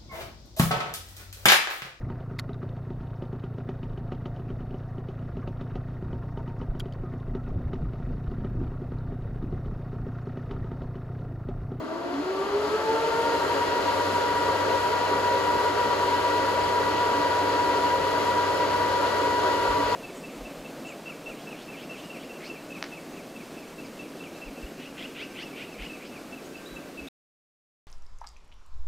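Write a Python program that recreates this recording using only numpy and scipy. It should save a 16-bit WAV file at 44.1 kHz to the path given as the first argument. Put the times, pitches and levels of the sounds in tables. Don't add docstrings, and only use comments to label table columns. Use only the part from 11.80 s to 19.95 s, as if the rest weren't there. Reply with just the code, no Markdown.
import sys
import numpy as np
from scipy.fft import rfft, irfft, next_fast_len
from scipy.io import wavfile
from scipy.ndimage import map_coordinates

SR = 44100
rng = np.random.default_rng(int(sys.argv[2]) if len(sys.argv) > 2 else 0)


def master_out(mix):
    frames = np.transpose(np.atleast_2d(mix))
    ceiling = np.clip(frames, -1, 1)
    pcm = np.round(ceiling * 32767).astype(np.int16)
    wavfile.write(sys.argv[1], SR, pcm)


N = 359415


def amp(db):
    return 10 ** (np.asarray(db) / 20)


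def unit(x):
    return x / np.sqrt(np.mean(x ** 2) + 1e-20)


def along(points, hz):
    f, value = np.transpose(points)
    return np.interp(np.log(hz + 1), np.log(f + 1), value)


def wobble(knots_per_s):
    knots = rng.standard_normal(int(N * knots_per_s / SR) + 4)
    return map_coordinates(knots, [np.arange(N) * knots_per_s / SR])


def ears(balance_db, lead):
    half = amp(balance_db / 2) * np.exp(.5j * lead)
    return np.array([half, 1 / half]) / np.sqrt((abs(half) ** 2 + abs(half) ** -2) / 2)


def case_lift(hz):
    # f/Hz, width/Hz, lift/dB
    modes = [(158, 24, 4), (220, 11, 6.5), (238.5, 13.5, 7), (284.4, 13, 13.5), (299.2, 14.8, 8.5),
             (433, 20, 4), (541, 41, 5.5), (882, 14, 2.5), (928, 8.5, 5.5), (1002, 14, 3.5), (1135, 8.3, 1),
             (1153, 24, 9), (1187, 19, 6.5), (1338, 43, 6), (1398, 14, 9), (1522, 23, 3.5), (1610, 35, 8),
             (4115, 26, 6)]
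    return sum(db / (1 + (2 * (hz - centre) / width) ** 2) for centre, width, db in modes)


def turbulence(spectrum):
    # f/Hz, correlation before the phase lead
    likeness = [(60, 0.89), (280, 0.85), (450, 0.63), (570, 0.55), (780, 0.46), (950, 0.8), (1100, 0.62),
                (1450, 0.68), (1800, 0.54), (3300, 0.6), (5400, 0.25), (7000, 0.94), (9000, 0.99),
                (11000, 0.98), (15000, 0.65)]
    # f/Hz, phase/rad
    phase_lead = [(250, 0), (430, 0.23), (600, 0.5), (780, 0.2), (930, 0.2), (1250, 1.04), (2200, 1.31),
                  (3500, 1.33), (4100, 0.57), (5500, 1.85), (6500, 0.9), (7400, 0.5), (9000, 3),
                  (11100, 6.3), (13500, 9.3), (15000, 11)]
    # f/Hz, level/dB
    balance = [(300, 0), (500, 0.5), (820, 5), (1400, 1), (2000, 0.5), (2900, 5.5), (3800, 3.5),
               (4550, 8.5), (5400, 2.5), (6000, 3.5), (7200, 0)]
    m = next_fast_len(N + SR // 4)
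    hz = np.fft.rfftfreq(m, 1 / SR)
    turn = np.arccos(np.clip(along(likeness, hz), -1, 1)) / 2
    colour = amp(along(spectrum, hz) + case_lift(hz))
    noise = rfft(rng.standard_normal((2, m)))
    mid, side = noise * colour * [np.cos(turn), np.sin(turn)]
    pair = np.array([mid + side, mid - side])
    pair = pair * ears(along(balance, hz), along(phase_lead, hz))
    return unit(irfft(pair, m)[:, :N])


def room_murmur():
    # f/Hz, relative density/dB per Hz
    spectrum = [(20, -34), (60, -9), (120, -7), (170, -4), (240, 0), (300, -5.5), (600, -18), (3000, -49)]
    return amp(-51.0) * turbulence(spectrum)


def nudge(at, length, centre_hz, level_db):
    t = np.maximum(np.arange(N) / SR - at, 0)
    u = t / length
    envelope = u * np.exp(1 - u)
    return amp(level_db) * envelope * np.sin(2 * np.pi * centre_hz * t)


def hand_bumps():
    # t/s, level/dB
    bumps = [(7.888, -31.5), (8.045, -40)]
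    return sum(nudge(at, length=0.015, centre_hz=52, level_db=db) for at, db in bumps)


def airflow(speed, spectrum, level_db, power, flutter_db):
    growth = (speed / speed[-1]) ** power
    return turbulence(spectrum) * growth * amp(level_db + flutter_db * wobble(14))


def rumble(speed):
    # f/Hz, relative density/dB per Hz
    spectrum = [(15, -58), (30, -25), (48, -8.5), (70, -3.5), (115, -7), (170, -5), (260, -8.5), (330, 1),
                (450, -16), (900, -55)]
    return airflow(speed, spectrum, level_db=-40.0, power=1.8, flutter_db=0.96)


def churn(speed):
    # f/Hz, relative density/dB per Hz
    spectrum = [(200, -37), (295, -3.5), (410, -3), (480, -18), (545, -6.5), (620, 2.5), (730, -1),
                (800, -7.5), (990, -4), (1300, -10), (3000, -45)]
    return airflow(speed, spectrum, level_db=-37.0, power=0.53, flutter_db=1)


def roar(speed):
    # f/Hz, relative density/dB per Hz
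    spectrum = [(200, -61), (310, -21), (390, -1), (450, -1.5), (485, -8.5), (620, -1.5), (720, -9),
                (820, -9.5), (930, -2), (1060, -10), (1400, -9.5), (1700, -15.5), (2000, -14), (3000, -54)]
    return airflow(speed, spectrum, level_db=-28, power=3.04, flutter_db=0.6)


def howl(speed):
    # f/Hz, relative density/dB per Hz
    spectrum = [(490, -41), (526, -0.5), (540, 1), (560, -10), (610, -43.5)]
    return airflow(speed, spectrum, level_db=-38.5, power=13, flutter_db=2.0)


def hiss(speed):
    # f/Hz, relative density/dB per Hz
    spectrum = [(700, -30), (1700, 0), (2300, 1), (2850, 2.5), (3350, 1), (3700, -2.5), (4100, 0),
                (4600, 0.5), (5000, -4), (5600, -8), (7000, -11), (9000, -30)]
    return airflow(speed, spectrum, level_db=-36.5, power=2.3, flutter_db=0.5)


def fizz(speed):
    # f/Hz, relative density/dB per Hz
    spectrum = [(3000, -20), (7000, 0), (9000, -2), (11200, -1.5), (12300, -3.5), (13500, -11),
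                (15000, -16)]
    return airflow(speed, spectrum, level_db=-50.0, power=3.1, flutter_db=0.8)


def bay_tearing(speed):
    calm_db = 48
    return amp(-calm_db * (1 - speed / speed[-1]) ** 2)


def shaft_speeds(hunt):
    # t/s, rate/turns per s
    spin_up = [(0, 62.4), (.2, 66.8), (.5, 74.14), (.8, 81.79), (.95, 85.68), (1.1, 88.62), (1.3, 91.32),
               (1.5, 93.35), (1.7, 94.82), (2, 95.7), (2.6, 96.31), (3.4, 96.58), (5, 96.74), (6.5, 96.78),
               (8.15, 96.75)]
    # t/s, rate difference/turns per s
    ahead = [(0, 1.19), (0.6, 1.35), (0.85, 1.08), (1.1, 1.375), (1.4, 1.5), (1.7, 1.025), (2, 0.675),
             (2.5, 0.86), (3.2, 0.94), (4, 0.92), (5, 0.77), (6, 0.88), (7, 0.91), (8.15, 1.09)]
    t = np.arange(N) / SR
    slower = np.interp(t, *np.transpose(spin_up)) * (1 + hunt * wobble(2.98))
    return slower, slower + np.interp(t, *np.transpose(ahead))


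def dip_gain():
    # t/s, depth/dB
    dips = [(1.275, 3), (1.68, 9), (2.86, 12), (3.65, 6), (3.95, 9), (4.16, 9), (6.665, 4), (6.872, 8)]
    dip_s = 0.014
    t = np.arange(N) / SR
    return amp(-sum(db * np.exp(-((t - at) / dip_s) ** 2) for at, db in dips))


def fan(speed, lines, bays, level_db, rough, straining):
    rough_per_order = .016
    waver_db, dip_from_order = 1.3, 10
    angle = 2 * np.pi * np.cumsum(speed) / SR
    share = speed / speed[-1]
    out, dips = np.zeros((2, N)), dip_gain()
    for order, db, power, balance_db, lead in lines:
        order = round(order)
        swell_db = along(bays, order * speed)
        swell = amp(swell_db - swell_db[-1])
        shake = rough + straining * (1 - share) + rough_per_order * order
        inflow = 1 + shake * (wobble(45) + 1j * wobble(45))
        inflow /= np.sqrt(1 + 2 * shake ** 2)
        inflow *= amp(waver_db / np.sqrt(order) * wobble(5))
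        tone = swell * share ** power * inflow * np.exp(1j * order * angle)
        if order >= dip_from_order:
            tone = tone * dips
        off_centre = 1 / np.maximum(swell, 1) ** 2
        pair = ears(balance_db * off_centre, lead * off_centre) * tone
        out += np.sqrt(2) * amp(db + level_db) * np.real(pair)
    return out


def faster_fan(speed):
    # shaft order, relative level at full speed/dB, power of speed,
    # left over right/dB, left's lead/rad
    lines = [(1, -82, 3, 1, -3), (5, -40.5, 0.43, 3.5, -2.5), (10, -38.5, 2, 5, 0.43),
             (15, -42, 3.2, 3, 1.5), (20, -53, 4.3, -6, -2.8)]
    # f/Hz, relative gain/dB
    bays = [(315, 1), (340, 6), (366, 1), (378, 12), (395, 9), (412, 13.5), (462, 10.5), (478, 1.5),
            (490, 0.5), (630, -15), (760, -16), (870, -14), (890, 2), (975, -0.5), (1020, 3), (1120, 0),
            (1150, 4), (1178, 11), (1220, 1), (1300, 6), (1360, 3), (1405, 8), (1438, -3), (1465, 0.5)]
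    return fan(speed, lines, bays, level_db=-0.5, rough=0.14, straining=0.9)


def louder_fan(speed):
    # shaft order, level at full speed/dB, power of speed,
    # left over right/dB, left's lead/rad
    lines = [(1, -45.5, 3, 0, 0.16), (3, -55.5, 6.1, 1, 0), (4, -44.5, 1.3, 4, -0.1),
             (5, -38.5, 5, -6, 0.3), (6, -58, 14, 6, 5), (8, -47, 14, 6, 2.5), (10, -27.5, 2.4, 1, 0.33),
             (15, -51, 1.8, -1.5, -1), (20, -43.5, 11, 2.7, 0), (30, -55, 9.2, 1, -1)]
    # f/Hz, relative gain/dB
    bays = [(74, -13), (82, -2), (89, -15), (92, -5), (95, -3), (96, 1), (255, 18), (270, 10), (285, 25.5),
            (312, 3), (340, 10.5), (362, 11), (376, 10.5), (435, 8.5), (458, 9), (474, 0), (500, -0.5),
            (625, -3), (690, -5), (750, -10), (862, -11), (878, 2), (912, -2), (935, 2.5), (950, -2.5),
            (966, 2.5), (1160, 7), (1380, 5), (1450, 1)]
    return fan(speed, lines, bays, level_db=0, rough=0.089, straining=1.7)


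def scene():
    speed_a, speed_b = shaft_speeds(hunt=0.0003)
    speed = (speed_a + speed_b) / 2
    air = rumble(speed) + churn(speed) + roar(speed) + howl(speed)
    bay_air = bay_tearing(speed) * (hiss(speed) + fizz(speed))
    whine = faster_fan(speed_b) + louder_fan(speed_a)
    return room_murmur() + hand_bumps() + air + bay_air + whine


def record(dry):
    top_hz, fade_s = 15200, .002
    fade_in = np.minimum(np.arange(N) / (fade_s * SR), 1)
    m = next_fast_len(N + SR // 2)
    passed = np.fft.rfftfreq(m, 1 / SR) < top_hz
    return irfft(rfft(dry * fade_in, m) * passed, m)[..., :N]


dry = scene()
out = record(dry)
master_out(out)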